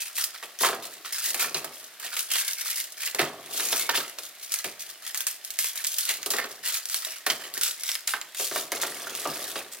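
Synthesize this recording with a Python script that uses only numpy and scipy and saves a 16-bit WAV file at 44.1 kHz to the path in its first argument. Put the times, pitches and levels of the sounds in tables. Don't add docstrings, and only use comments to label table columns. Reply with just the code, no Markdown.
import sys
import numpy as np
from scipy import signal
from scipy.fft import rfft, irfft
from scipy.io import wavfile
from scipy.ndimage import uniform_filter1d

SR = 44100
rng = np.random.default_rng(int(sys.argv[2]) if len(sys.argv) > 2 else 0)


def generate_wav(sig):
    pcm = np.round(np.clip(np.atleast_2d(sig).T, -1, 1) * 32767).astype(np.int16)
    wavfile.write(sys.argv[1], SR, pcm)


N = 432180

# (start [s], build-up [s], hold [s], crackle level [dB], clatter offset from that level [dB])
CRUNCH_CUES = [(0.0, 0.0011, 0.014, -31, -8), (0.055, 0.0069, 0.0067, -38.5, -4),
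               (0.143, 0.043, 0.021, -27, -8.5), (0.329, 0.017, 0.0088, -43, 2),
               (0.423, 0.0056, .012, -42, -7), (0.587, 0.031, .04, -23.5, -12.5),
               (0.816, 0.02, 0.013, -37, -6), (0.916, 0.0056, 0.019, -44, -7),
               (1.044, 0.0053, 0.026, -38, -1), (1.124, .004, 0.08, -32, -7.5),
               (1.221, 0.023, 0.049, -27, -9.5), (1.363, 0.044, 0.021, -26, -4),
               (1.549, 0.0026, 0.014, -35, 0), (1.712, 0.013, 0.12, -45, -13),
               (1.996, 0.048, 0.024, -36, -2), (2.112, 0.016, .01, -34.5, -2),
               (2.164, 0.0027, 0.031, -28, -14), (2.286, 0.026, 0.096, -26.5, -6),
               (2.45, 0.031, .01, -28, -10), (2.567, 0.024, 0.028, -32, -9),
               (2.651, 0.0075, 0.058, -30, -9), (2.756, 0.0041, 0.041, -29, -11),
               (2.968, 0.067, .035, -31, -5), (3.185, 0.0046, .015, -30, 5), (3.39, 0.0603, 0.047, -47, -1),
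               (3.499, 0.068, .25, -28.5, -13.5), (3.934, 0.022, 0.0086, -26, 1.5),
               (4.024, 0.0097, 0.063, -42.5, -6), (4.221, 0.014, 0.02, -39, -16),
               (4.385, 0.044, 0.019, -39, -22.5), (4.488, .035, 0.068, -34, -8),
               (4.641, .004, 0.017, -35, -6.5), (4.792, 0.0051, 0.033, -37, -11),
               (4.872, .02, .015, -42, -8), (5.019, 0.046, 0.021, -36, -5), (5.145, 0.0049, 0.062, -36, -6),
               (5.267, 0.0032, 0.016, -31, -12), (5.41, .06, 0.1107, -43, -13),
               (5.585, .005, 0.081, -29, -12.5), (5.74, 0.041, .015, -34, -5),
               (5.843, 0.0098, .11, -34, -20), (5.978, 0.0059, 0.038, -29, -15),
               (6.055, 0.034, 0.021, -26.5, -6), (6.192, 0.029, 0.018, -43, -7),
               (6.303, .004, 0.034, -30, -12), (6.345, .02, .01, -37, 3), (6.49, 0.013, .012, -41, -16),
               (6.627, 0.03, 0.044, -29, -5), (6.723, 0.017, 0.0088, -26.5, -11),
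               (6.853, 0.076, .05, -31.5, -13.5), (7.002, 0.024, 0.13, -38.5, -4.5),
               (7.262, 0.0027, 0.037, -37, -2), (7.376, 0.049, 0.029, -41, 1.5),
               (7.541, 0.0055, .04, -39, -6), (7.612, 0.0045, 0.063, -28, -7.5),
               (7.765, 0.11, 0.056, -32, -8.5), (8.072, 0.0027, 0.019, -28.5, -6),
               (8.347, 0.051, 0.057, -28.5, -14.5), (8.49, 0.063, 0.043, -31, -18),
               (8.717, .004, 0.049, -36, -2), (8.796, 0.024, 0.0096, -28.5, -4.5),
               (8.869, 0.009, 0.28, -40, -3.5), (9.146, 0.0046, 0.36, -36.5, -5),
               (9.546, 0.011, 0.027, -37, -0.5), (9.715, 0.0061, 0.025, -40, -20)]
# (time [s], delay at the left port [samples])
HAND_BEARING = [(0, 1.6), (2, 2.6), (5.5, 2.2), (7.6, 2.4), (8.1, .9), (9.8, .8)]
# (time [s], spike [dB], crumble [dB], hollow body [dB])
SNAP_CUES = [(0.182, -14, 3, -6.5), (0.24, -1, 6.5, -22), (1.124, -21, 1, -15), (1.344, -12, 5, -4),
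             (1.3957, -15, 4, -5), (1.5445, -4, -13, -15), (1.645, -15.5, -1.5, -25),
             (1.9987, -25, -8.5, -17.5), (2.167, -15, 1, -4), (2.2072, -7, -11, -22), (2.3557, -9, 0, 0.5),
             (2.5331, -5.5, -2.5, -30), (2.922, -22.5, -8, -32), (3.075, -6, -21, -7),
             (3.1485, -4, -5, -15), (3.193, -4, -11, -2), (3.728, -9.5, -3.5, -19), (3.761, -10, 0, -9),
             (3.7961, -6, 5, -9), (4.187, -17, -4, -35), (4.5196, -15, 4.5, -16), (4.5407, 0.5, 5, -10),
             (4.6434, -16.5, -3, -5.5), (5.1458, -8, 0.5, -10.5), (5.1742, -9, 2, -22.5),
             (5.2064, -2.5, 0, -18), (5.2682, -2, 6.5, -6), (5.4487, -10, -6, -35),
             (5.5046, -10.5, -2, -29), (5.589, -1, 7, -4.5), (5.6437, -5, 3, -8), (5.7563, -20, 0.5, -15.5),
             (5.8419, -7, -3, -18), (5.847, -2, -16, -10), (5.8679, -7, 6.5, -23), (5.9423, -11, -3, -27),
             (5.9842, -5, 8, -24.5), (6.0534, -5.5, -2, -22), (6.0926, -4, -9, -4.5),
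             (6.2299, -10, -21, -14), (6.2603, -12, 5, -18), (6.304, -11, 7.5, -17), (6.7432, -10, -3, -17),
             (6.77, -8, -16, -14.5), (6.856, -6.5, -10.5, -23), (6.8988, -6.5, -16, -16),
             (6.9441, 0, 5, -6), (7.0491, -4, 0, -17), (7.264, -10, 5.5, -11), (7.3017, -13, 0, 1),
             (7.5396, -9, -4.5, -18), (7.5771, -6, -2, -22), (7.6123, -1, -7, -13.5), (7.6344, 1, 7, -25),
             (7.7114, -6.5, -14, -30), (7.8353, -6.5, -16, -14), (7.891, -1, -14, -6),
             (7.9167, -4, -8, -24), (7.9533, -3.5, -8, -7.5), (8.0766, 0.5, -10, -5),
             (8.2143, -9, -19, -13), (8.3472, -25, -12, -13.5), (8.4849, -12, -13, -24),
             (8.719, -6, -2, -15), (9.152, -7.5, -17, -17)]
# (time [s], clack [dB], thud [dB], clink [dB], stick pitch [Hz], thud bass gain [dB])
KNOCK_CUES = [(0.427, -28, -43.5, -51, 1900, -8), (0.609, -25.5, -35, -43, 1200, -12.5),
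              (0.634, -13, -39, -44, 1050, -13.5), (0.647, -12.5, -31.5, -39, 1057, -12),
              (0.667, -19, -34, -39, 897, -10), (0.69, -22, -28.5, -45, 1240, -14),
              (0.73, -25.5, -34.5, -47, 655, -9), (1.346, -30, -43.5, -28, 687, -2),
              (1.402, -32, -51, -42, 1890, -1), (1.426, -24.5, -48, -39, 1475, 1),
              (1.444, -23, -45, -39, 1780, -3), (1.546, -32, -34.5, -19, 4140, 2),
              (1.644, -26.5, -40.5, -35, 660, -3), (2.047, -31.5, -49, -40, 693, -8),
              (3.147, -27, -40.5, -29, 3597, 1), (3.193, -18, -26.5, -20, 1757, 5.5),
              (3.211, -26, -27.5, -38, 1250, 5), (3.598, -22, -38, -30, 3760, -2),
              (3.728, -19, -35.5, -18, 3528, -2), (3.892, -13, -41.5, -16.5, 1803, 6),
              (3.945, -19.5, -43, -27, 1890, 1), (3.974, -31, -36.5, -20, 2756, 1),
              (4.186, -33, -49, -30, 621, -3.5), (4.645, -31, -39, -37, 675.7, 9),
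              (6.102, -31, -48, -32.5, 2176, -7), (6.262, -35, -37.5, -28.5, 3940, -1),
              (6.304, -36, -38.5, -25, 3940, -1), (6.337, -24, -35, -26, 1900, 5),
              (6.385, -14.5, -38.5, -27, 1808, -1), (6.441, -27, -40, -29, 1460, -0.5),
              (7.069, -33, -52, -36, 641, -11), (7.266, -16, -34.5, -20, 1806, -1),
              (7.3, -26, -37, -15, 3104, 4), (7.57, -28, -47.5, -40.5, 1874, 1),
              (8.137, -17.5, -44, -39, 1556, -11), (8.397, -29.5, -36, -40, 597, -5),
              (8.513, -27, -34, -40.5, 617, -3), (8.559, -17.5, -32.5, -29, 625.5, -10),
              (8.72, -22.5, -30.5, -31, 655.4, -3), (8.833, -22.5, -32.5, -40, 1399, 0),
              (9.07, -25.5, -50, -36, 1395, 0), (9.254, -28, -26.5, -34, 610, 2.5),
              (9.557, -30, -35, -31, 3380, -1)]
# (start [s], build-up [s], hold [s], level [dB])
PUSH_CUES = [(1.25, .1, .22, -42), (3.36, 0.19, .2, -42), (6.092, .01, 0.036, -48.5),
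             (7.38, 0.041, 0.043, -45.5), (8.72, 0.074, 0.75, -42)]
# (start [s], length [s], level [dB])
SCRAPE_CUES = [(2.547, 0.31, -47.5), (3.786, 0.13, -39.5), (4.326, 0.19, -59)]
# (frequency [Hz], width [Hz], level [dB])
STEEL_MODES = [(97.7, 9.3, -1.5), (148, 10.8, 7), (169, 14, -5.5), (197.5, 11, 0.5), (234, 28, 2),
               (303.1, 47.1, 4.5), (403, 53, 2.5), (464, 23, 5), (500, 150, -3), (602, 34, 5.5),
               (696, 77, -3), (1077, 27, 0), (1225, 200, 0), (1750, 42, -4)]
# (frequency [Hz], level [dB])
CRACKLE_EQ = [(200, -51), (700, -40), (1500, -14.5), (3000, -3.5), (5000, 1), (7500, 1), (11000, 1),
              (16000, -3.5)]
CLATTER_EQ = [(150, -44), (500, -11), (900, -8.5), (1400, -0.5), (2100, 4), (3200, 2), (5000, 1.5),
              (9000, -35), (16000, -18)]
CLACK_EQ = [(50, -50), (150, -45), (400, -7), (750, -2), (1150, -1), (1850, 3), (2600, -4.5), (5000, -16),
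            (16000, -12.5)]
CLINK_EQ = [(300, -41), (1400, -30), (2500, -5.5), (4000, -2), (6000, -5.5), (10000, -21), (16000, -58)]
THUD_EQ = [(25, -37), (70, -16), (140, -8.5), (300, -0.5), (600, 4), (1100, 1.5), (2200, -16.5),
           (6000, -36), (16000, -53)]
AIR_EQ = [(15, -72), (25, -46), (117, -22), (180, -21), (229, -17), (531, -12.5), (624, 2), (887, -6.5),
          (1230, -4), (1890, 3), (2550, -1), (3520, -0.5), (7110, -5), (14800, -6.5), (16000, -16)]
# (frequency [Hz], time to fall 60 dB [s])
REVERB_TIME = [(100, 0.98), (300, 0.42), (700, 0.51), (1800, 0.3), (5000, 0.47), (13000, 0.12)]
# (frequency [Hz], level [dB])
REVERB_SEND = [(100, -10), (400, -8), (1000, -5), (2500, -11), (6000, -11.5), (14000, -6)]
# (frequency [Hz], correlation [0..1])
PORT_LIKENESS = [(100, 1), (500, 0.97), (1400, 0.72), (3000, 0.76), (6000, 0.063), (16000, 0.53)]


def from_db(db):
    return 10 ** (np.asarray(db) / 20)


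def rms_one(x):
    return x / np.sqrt(np.mean(x ** 2) + 1e-20)


def at_hz(points, hz):
    f, value = np.transpose(points)
    return np.interp(np.log(np.maximum(hz, 1)), np.log(f), value)


def add(out, s, sound):
    start = max(round(s * SR), 0)
    out[:, start:start + sound.shape[1]] += sound[:, :max(N - start, 0)]


def coloured(x, eq, size=4096):
    cepstrum = irfft(np.log(from_db(at_hz(eq, np.fft.rfftfreq(size, 1 / SR)))))
    cepstrum[1:size // 2] *= 2
    cepstrum[size // 2 + 1:] = 0
    response = irfft(np.exp(rfft(cepstrum)))
    return signal.oaconvolve(x, response[None] / np.linalg.norm(response), axes=1)[:, :x.shape[1]]


def resonance(x, hz, width_hz):
    r = np.exp(-np.pi * width_hz / SR)
    feedback = [1, -2 * r * np.cos(2 * np.pi * hz / SR), r * r]
    return signal.lfilter(np.array([1, 0, -1]) * (1 - r * r) / 2, feedback, x + 1e-18)


def bass_cut(x, edge_hz):
    return signal.sosfilt(signal.butter(2, edge_hz, "high", fs=SR, output="sos"), x + 1e-18)


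def evened(x, window_s):
    power = uniform_filter1d(np.mean(x ** 2, axis=0), max(int(window_s * SR), 2))
    return x / np.sqrt(np.maximum(power, 0) + np.mean(power) / 100)


def lag_at(s):
    lag = np.interp(s, *np.transpose(HAND_BEARING)) + rng.normal(0, .6, np.shape(s))
    return np.maximum(lag, 0).round().astype(int)


def at_ports(x, lag, pan_db):
    return np.array([np.pad(x, (lag, 0))[:len(x)], x]) * from_db([[pan_db / 2], [-pan_db / 2]])


def diffuse(size):
    alike = np.clip(at_hz(PORT_LIKENESS, np.fft.rfftfreq(size, 1 / SR)), -1, 1)
    mid, side = rfft(rng.standard_normal((2, size)))
    return irfft(np.sqrt((1 + alike) / 2) * mid + np.sqrt((1 - alike) / 2) * side * [[1], [-1]], size)


def heap_noise(size, lag):
    direct = at_ports(rng.standard_normal(size), lag, pan_db=-2.3)
    return rms_one(direct + from_db(1) * diffuse(size))


def bursts(cues, fade_db_per_s, rest_db, rise_db=13):
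    power = np.zeros((1, N))
    for s, build_s, hold_s, db in cues:
        t = np.arange(int((build_s + hold_s + 50 / fade_db_per_s) * SR)) / SR
        building = rise_db * np.maximum(1 - t / max(build_s, 1 / SR), 0)
        fading = fade_db_per_s * np.maximum(t - build_s - hold_s, 0)
        add(power, s, from_db(db - building - fading)[None] ** 2)
    return 10 * np.log10(power[0] + from_db(rest_db) ** 2)


def grains(per_s, spread_db):
    sizes = from_db(spread_db * np.minimum(rng.exponential(1, N), 4))
    return (rng.random(N) < per_s / SR) * sizes * rng.choice([-1, 1], N)


def shard(hz, ring_s, ring_db, size=256):
    t = np.arange(size) / SR
    ringing = np.sin(2 * np.pi * np.outer(hz, t)) * np.exp(-t / ring_s)
    sound = (t == 0) + from_db(ring_db) * ringing / np.linalg.norm(ringing, axis=1, keepdims=True)
    return sound / np.linalg.norm(sound, axis=1, keepdims=True)


def fragments(clicks, low_hz, high_hz, ring_s, ring_db, scatter_s, scatter_db, pieces=3, grips_per_s=22):
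    onsets = np.flatnonzero(clicks)
    grip = np.cumsum(rng.random(N) < grips_per_s / SR)
    piece_hz = low_hz * (high_hz / low_hz) ** rng.random((grip[-1] + 1, pieces))
    hz = piece_hz[grip[onsets], rng.integers(0, pieces, len(onsets))]
    sounds = clicks[onsets, None] * shard(hz, ring_s, ring_db, size=400)
    where = onsets[:, None] + np.arange(sounds.shape[1])
    pan = from_db(rng.normal(0.14, 1, (len(onsets), 1)))
    left = np.bincount((where + lag_at(onsets / SR)[:, None]).ravel(), (sounds * pan).ravel(), N)
    right = np.bincount(where.ravel(), (sounds / pan).ravel(), N)
    decay = np.exp(-2 / (scatter_s * SR))
    afterglow = np.sqrt(signal.lfilter([1 - decay], [1, -decay], clicks ** 2 + 1e-18))
    return np.array([left[:N], right[:N]]) + from_db(scatter_db) * afterglow * heap_noise(N, lag=2)


def crunch(stir_build_s=.004, stir_hold_s=.008, stir_db=-18):
    breaking = [(s, build_s, hold_s, db) for s, build_s, hold_s, db, _ in CRUNCH_CUES]
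    jostling = [(s, build_s, hold_s, db + offset) for s, build_s, hold_s, db, offset in CRUNCH_CUES]
    for s, clack_db, _, clink_db, *_ in KNOCK_CUES:
        breaking.append((s, stir_build_s, stir_hold_s, clink_db + stir_db))
        jostling.append((s, stir_build_s, stir_hold_s, clack_db + stir_db))
    crackle_db = bursts(breaking, fade_db_per_s=215, rest_db=-56)
    clatter_db = bursts(jostling, fade_db_per_s=223, rest_db=-55.5)
    breaks_per_s = 750 * from_db(.55 * (crackle_db + 36))
    fine = fragments(grains(breaks_per_s, spread_db=4.6), low_hz=2500, high_hz=15000,
                     ring_s=.002, ring_db=-2, scatter_s=.007, scatter_db=3.5)
    coarse = fragments(grains(breaks_per_s * .4, spread_db=2.5), low_hz=1200, high_hz=4246,
                       ring_s=.0026, ring_db=-3.5, scatter_s=.017, scatter_db=.5)
    crackle = (evened(coloured(fine, CRACKLE_EQ), window_s=.054) + ticks()) * from_db(crackle_db)
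    clatter = evened(coloured(coarse, CLATTER_EQ), window_s=.049) * from_db(clatter_db - 2)
    return crackle * from_db([[.6], [-.6]]) + clatter * from_db([[-1.4], [1.4]])


def ticks(per_s=30, boost_db=18):
    out = np.zeros((2, N))
    for s, hz, db in rng.uniform((0, 3000, -6), (N / SR, 12000, 6), (int(per_s * N / SR), 3)):
        spike = shard(hz, ring_s=.0011, ring_db=-14)[0]
        add(out, s, from_db(boost_db + db) * at_ports(spike, int(lag_at(s)), pan_db=.5))
    return coloured(out, CRACKLE_EQ)


def ventilation():
    return from_db(-50.5) * coloured(diffuse(N), AIR_EQ)


def room(x, size=36000, bands=12, onset_s=.0012):
    t, hz = np.arange(size) / SR, np.fft.rfftfreq(size, 1 / SR)
    noise, tail = rfft(diffuse(size)), 0
    centres = np.geomspace(80, 16000, bands)
    for k, centre in enumerate(centres):
        share = at_hz(np.column_stack([centres, np.arange(bands) == k]), hz)
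        band = irfft(noise * share, size)
        fade = from_db(-60 * t / at_hz(REVERB_TIME, centre)) * (1 - np.exp(-t / onset_s))
        tail = tail + band * fade / np.linalg.norm(fade) * from_db(at_hz(REVERB_SEND, centre))
    return signal.fftconvolve(x, tail, axes=1)[:, :N]


def snaps(size=2400):
    treble, body = np.zeros((2, 2, N))
    t = np.arange(size) / SR
    fade = np.exp(-t / .0064) + .15 * np.exp(-t / .031)
    for s, spike_db, crumble_db, body_db in SNAP_CUES:
        lag = int(lag_at(s))
        spike = shard(rng.uniform(2820, 11960), ring_s=.002, ring_db=-5.5)[0]
        crumble = heap_noise(size, lag) * fade / np.linalg.norm(fade)
        add(treble, s, from_db(spike_db + 2) * at_ports(spike, lag, pan_db=-1))
        add(treble, s, from_db(crumble_db - 3.5) * crumble)
        add(body, s, from_db(body_db + 2) * crumble)
    return bass_cut(coloured(treble, CRACKLE_EQ) + coloured(body, CLATTER_EQ), edge_hz=390)


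def chatter(decay_s, spread_db, size=8000):
    t = np.arange(size) / SR
    fade = np.exp(-t / decay_s) + 1.14 * np.exp(-t / .0018)
    contacts = rng.standard_normal(size) * from_db(spread_db * rng.standard_normal(size)) * fade
    return contacts / np.linalg.norm(contacts) * np.linalg.norm(fade)


def with_bass(x, db, shelf_hz=260):
    bass = signal.sosfilt(signal.butter(1, shelf_hz, fs=SR, output="sos"), x)
    return x + (from_db(db) - 1) * bass


def stick(hz, ring_s, overtone_db, size=5000):
    t = np.arange(size) / SR
    fundamental = np.sin(2 * np.pi * hz * t) * np.exp(-t / ring_s)
    overtone = np.sin(2 * np.pi * 2.76 * hz * t) * np.exp(-2 * t / ring_s)
    return np.sqrt(2) * (fundamental + from_db(overtone_db) * overtone)


def table_top(x):
    modes = sum((-1) ** k * from_db(db) * resonance(x, hz, width)
                for k, (hz, width, db) in enumerate(STEEL_MODES))
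    return from_db(-3) * x + from_db(5.5) * modes


def knocks(clack_decay_s=.013):
    clack, thud, clink, ring = np.zeros((4, 2, N))
    for s, clack_db, thud_db, clink_db, hz, bass_db in KNOCK_CUES:
        lag = int(lag_at(s))
        on_steel = chatter(clack_decay_s, spread_db=2.5)
        blow = with_bass(chatter(2 * clack_decay_s, spread_db=3), bass_db)
        on_candy = chatter(.87 * clack_decay_s, spread_db=8)
        note = stick(hz, ring_s=.009, overtone_db=-14)
        add(clack, s, from_db(clack_db - 12) * at_ports(on_steel, lag, pan_db=-2.5))
        add(thud, s, from_db(thud_db - 5.5) * at_ports(blow, lag=0, pan_db=-.4))
        add(clink, s, from_db(clink_db - 7) * at_ports(on_candy, lag, pan_db=-1))
        add(ring, s, from_db(max(clack_db, clink_db - 2) - 9) * at_ports(note, lag, pan_db=-3))
    candy = bass_cut(ring + coloured(clink, CLINK_EQ), edge_hz=380)
    steel = bass_cut(coloured(clack, CLACK_EQ), edge_hz=280)
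    boom = table_top(coloured(thud, THUD_EQ) + from_db(-8.5) * steel)
    return candy + steel + boom


def rolling(build_s=.037, hold_s=.008):
    landings = [(s, build_s, hold_s, thud_db - 11.5) for s, _, thud_db, *_ in KNOCK_CUES]
    level_db = bursts(PUSH_CUES + landings, fade_db_per_s=63, rest_db=-61.5)
    taps = at_ports(grains(per_s=260, spread_db=3), lag=1, pan_db=.2)
    rumble = table_top(coloured(taps, THUD_EQ))
    return evened(rumble, window_s=.17) * from_db(level_db - 6)


def scrapes():
    t = np.arange(N) / SR
    strokes = sum(from_db(db) * np.interp(t, [s, s + length / 10, s + length / 2, s + length], [0, 1, 1, 0])
                  for s, length, db in SCRAPE_CUES)
    return strokes * rms_one(resonance(heap_noise(N, lag=2), hz=2182, width_hz=57))


def scene():
    candy = bass_cut(crunch() + snaps() + scrapes(), edge_hz=310)
    work = candy + knocks() + rolling()
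    return ventilation() + from_db(.5) * (work + room(work))


def record(dry):
    ceiling, cutoff_hz = .75, 15950
    rounded = ceiling * np.tanh(bass_cut(dry, edge_hz=55) / ceiling)
    return signal.sosfilt(signal.ellip(12, .1, 70, cutoff_hz, fs=SR, output="sos"), rounded)


dry = scene()
out = record(dry)
generate_wav(out)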